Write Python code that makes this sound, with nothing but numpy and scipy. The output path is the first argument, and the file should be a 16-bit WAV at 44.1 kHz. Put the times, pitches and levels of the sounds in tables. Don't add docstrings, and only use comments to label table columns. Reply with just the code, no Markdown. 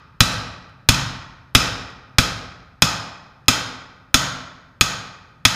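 import sys
import numpy as np
from scipy import signal
from scipy.fft import rfft, irfft
from scipy.io import wavfile

SR = 44100
rng = np.random.default_rng(int(sys.argv[2]) if len(sys.argv) > 2 else 0)


def amplitude_ratio(level_db):
    exponent = np.asarray(level_db, float) / 20
    return 10 ** exponent


def master(y):
    cut = np.clip(np.atleast_2d(y).T, -1, 1)
    pcm = np.round(cut * 32767)
    wavfile.write(sys.argv[1], SR, pcm.astype(np.int16))


N = 244931
LEAD = int(.6 * SR)
THUMP_LAG_S = .0022

BLOW_TIMES = [-.46, .2055, .8884, 1.5498, 2.184, 2.8214, 3.4822, 4.1428, 4.8101, 5.4517]
# strength/dB, punch ring/dB, glance/dB, push into the floor/dB
BLOW_LANDINGS = [
    (1.5, -2, -2, -12),
    (4, -2.5, -6.5, -1),
    (4, -3.5, 0, 0),
    (4.5, -2, -0.5, -0.5),
    (1, 0, -1, -2.5),
    (1.5, 0, 3, -15.5),
    (3, -2, 0, -13.5),
    (3, -5, 3.5, -7.5),
    (0.5, -2, 3, -16.5),
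    (3, -2.5, -1, -19),
]


def at_hz(points, hz):
    table_hz, values = np.array(points).T
    return np.interp(np.log(np.maximum(hz, 1)), np.log(table_hz), values)


def rms_one(x):
    return x / np.sqrt(np.mean(x ** 2) + 1e-20)


def coloured(spectrum, size):
    hz = np.arange(size // 2 + 1) * SR / size
    white = rfft(rng.standard_normal(size))
    return rms_one(irfft(white * amplitude_ratio(at_hz(spectrum, hz)), size))


def ring(modes, t, scatter_db, rise_s, phase_spread):
    hz, level_db, t60 = np.array(modes).T[:, :, None]
    chance = rng.standard_normal((2, len(modes), 1))
    fade = amplitude_ratio(level_db + scatter_db * chance[0] - 60 * t / t60)
    waves = np.sin(2 * np.pi * hz * t + phase_spread * chance[1])
    return (1 - np.exp(-t / rise_s)) * np.sum(fade * waves, axis=0)


def add(track, s, sound):
    at = LEAD + int(round(s * SR))
    track[at:at + len(sound)] += sound[:len(track) - at]


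def workshop_hum():
    # f/Hz, level/dB per Hz
    hum_spectrum = [(15, -28.5), (25, -0.5), (137, 7.5), (286, -9), (394, -11.5), (1290, -25.5),
                    (2160, -34), (3280, -39), (9000, -48.5), (11700, -79.5), (19800, -120)]
    return amplitude_ratio(-53) * coloured(hum_spectrum, N)


def workshop(x):
    # f/Hz, t60/s
    room_t60 = [(40, 1.3), (200, 1.5), (420, 1.07), (1450, 1.1234), (2900, 0.7952), (5000, 0.7449),
                (7500, 0.4977), (14000, 0.34)]
    # f/Hz, level/dB
    room_db = [(40, -10.5), (120, -13), (300, -9), (600, 6.5), (1300, -2.5), (2500, -7.5), (5000, -4),
               (12000, -2)]
    t = np.arange(int(1.5 * SR)) / SR
    edges = 30 * 2 ** np.arange(0, 9.3, 1 / 3)
    white = rng.standard_normal((2, len(t)))
    response = 0
    for k, (low, high) in enumerate(zip(edges, edges[1:])):
        band_filter = signal.butter(2, [low, high], "band", fs=SR, output="sos")
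        band = signal.sosfilt(band_filter, white[k % 2])
        hz = np.sqrt(low * high)
        near_wash = amplitude_ratio(-18.0 - 60 * t / 0.59)
        near_wash = near_wash + amplitude_ratio(3.5 - 60 * t / 0.11) * np.minimum(hz / 8000.0, 1)
        late_tail = amplitude_ratio(-60 * t / at_hz(room_t60, hz))
        response = response + band * amplitude_ratio(at_hz(room_db, hz)) * (late_tail + near_wash)
    build_up = 1 - np.exp(-t / 0.0032)
    return signal.fftconvolve(x, response * build_up)[:len(x)]


def standing_waves():
    # f/Hz, level/dB, t60/s
    room_modes = [(62, -2, 0.43), (100.8, -11, 0.61), (115.4, -1, 0.63), (136.8, 1, .8), (179, -5.5, 0.86),
                  (189, -2, 0.92), (246.7, -5.5, 0.61), (275.4, -13, 0.51)]
    out, t = np.zeros(LEAD + N), np.arange(SR) / SR
    for s, (db, _, _, push_db) in zip(BLOW_TIMES, BLOW_LANDINGS):
        swell = ring(room_modes, t, scatter_db=4.0, rise_s=.015, phase_spread=0.57)
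        swell_db = -31.5 + db + 0.11 * push_db
        add(out, s + THUMP_LAG_S, amplitude_ratio(swell_db) * swell)
    return out


def thump(t, db, push_db):
    # f/Hz, level/dB, t60/s
    slab_modes = [(110, -1.5, 0.087), (157.9, -3.5, 0.1), (195.8, -8, 0.1), (253.2, -2.5, 0.082),
                  (269, -15.5, 0.096)]
    push = np.sin(np.pi * np.minimum(t / 0.007, 1)) ** 2
    knock = ring(slab_modes, t, scatter_db=2.7, rise_s=0.0018, phase_spread=0.083)
    return amplitude_ratio(push_db) * push + amplitude_ratio(db + 0.19 * push_db - 9.0) * knock


def rings(t, punch_db, piston_db, rod_db, head_db):
    # f/Hz, level/dB, t60/s
    punch_modes = [(2430, -1.5, .04), (2590, -.5, .035), (5110, -.5, .035), (5190, -3, .03),
                   (7700, -25, .02), (10200, -26, .02), (12800, -28, .02)]
    piston_modes = [(871, -12, 0.026), (1105, -12, 0.021), (1229.5, -12.5, 0.044), (1277.6, -8.5, 0.047),
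                    (1368, -7.5, 0.027), (1551, -7, 0.025), (1942, -9.5, 0.037), (3126, -3, 0.024),
                    (3397, -7, 0.046), (3618, -12, 0.06)]
    rod_modes = [(3750, -9, .022), (4008, -4.5, .03), (5500, -14.5, .022), (7350, -21, .02),
                 (9460, -20, .028), (13950, -23, .015)]
    head_modes = [(4450, -14, .025), (6090, -22, .02), (6530, -4, .025), (6700, -6, .025), (7020, -11, .02),
                  (8900, -20, .02), (10200, -25, .015), (14770, -22, .02)]
    bodies = [(punch_modes, punch_db), (piston_modes, piston_db), (rod_modes, rod_db), (head_modes, head_db)]
    together = 0
    for modes, db in bodies:
        together = together + amplitude_ratio(db) * ring(modes, t, scatter_db=0.0, rise_s=0.000068, phase_spread=3.22)
    return amplitude_ratio(-5.0) * together


def crack(size, spread_s):
    # f/Hz, level/dB per Hz
    crack_spectrum = [(250, -26), (450, -13), (800, -18.5), (1300, -1), (2100, -4), (4000, -1), (6600, -8),
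                      (7800, -14.5), (11000, -20), (14500, -25)]
    hz = np.arange(size // 2 + 1) * SR / size
    knots = np.arange(0, SR / 2 + 200, 200)
    path_s = np.minimum(rng.exponential(spread_s, len(knots)), .015)
    delay = np.interp(hz, knots, path_s)
    turn = 2 * np.pi * np.cumsum(delay) * SR / size
    return irfft(amplitude_ratio(at_hz(crack_spectrum, hz)) * np.exp(-1j * turn), size)


def shock(t):
    onset = np.minimum(t / 0.000067, 1)
    return amplitude_ratio(28.0) * crack(len(t), spread_s=.0025) * onset * (t < .2)


def hammering():
    # t/s, click/dB, ring/dB
    rebounds = [
        (.6944, -46, -60),
        (.9452, -8, -16),
        (1.6163, -18, -15),
        (1.9, -38, -55),
        (3.458, -52, -58),
    ]
    shocks, ringing = np.zeros(LEAD + N), np.zeros(LEAD + N)
    t = np.arange(int(.35 * SR)) / SR
    for s, (db, punch_db, glance_db, push_db) in zip(BLOW_TIMES, BLOW_LANDINGS):
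        add(shocks, s, amplitude_ratio(db) * shock(t))
        bodies = rings(t, punch_db, piston_db=1.12, rod_db=-1.1 * glance_db, head_db=glance_db)
        add(ringing, s, amplitude_ratio(db) * bodies)
        add(shocks, s + THUMP_LAG_S, thump(t, db, push_db))
    for s, click_db, ring_db in rebounds:
        add(shocks, s, amplitude_ratio(click_db - 10.5) * shock(t))
        bodies = rings(t, punch_db=0, piston_db=-6.5, rod_db=-5.5, head_db=-4.5)
        add(ringing, s, amplitude_ratio(ring_db) * bodies)
    return shocks, ringing


def scene():
    shocks, ringing = hammering()
    tail = amplitude_ratio(-38) * workshop(shocks) + amplitude_ratio(-38.5) * workshop(ringing) + standing_waves()
    blows = shocks + amplitude_ratio(1.5) * ringing + tail
    return (blows[LEAD:] + workshop_hum())[None]


def roll_off(x):
    return signal.sosfilt(signal.butter(12, 16440, fs=SR, output="sos"), x)


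def record(dry):
    level_db = 20 * np.log10(np.abs(dry[0]) + 1e-6)
    creep = 53.0 * np.arange(N) / SR
    held_peak_db = np.maximum.accumulate(level_db + creep) - creep
    duck_db = np.maximum(held_peak_db - 7.0, 0)
    lag = np.exp(-1 / (0.018 * SR))
    late_duck_db = signal.lfilter([1 - lag], [1, -lag], duck_db)
    bass_cut = signal.lfilter(*signal.butter(1, 30.0, "high", fs=SR), dry)
    held = bass_cut * amplitude_ratio(-.6 * late_duck_db)
    held = held + amplitude_ratio(-82) * rng.standard_normal(N)
    ceiling, knee = .84, 6.8
    clipped = held / (1 + np.abs(held / ceiling) ** knee) ** (1 / knee)
    top_cut = signal.sosfiltfilt(signal.ellip(8, .1, 35, 15250, fs=SR, output="sos"), clipped)
    return roll_off(top_cut)


dry = scene()
out = record(dry)
master(out)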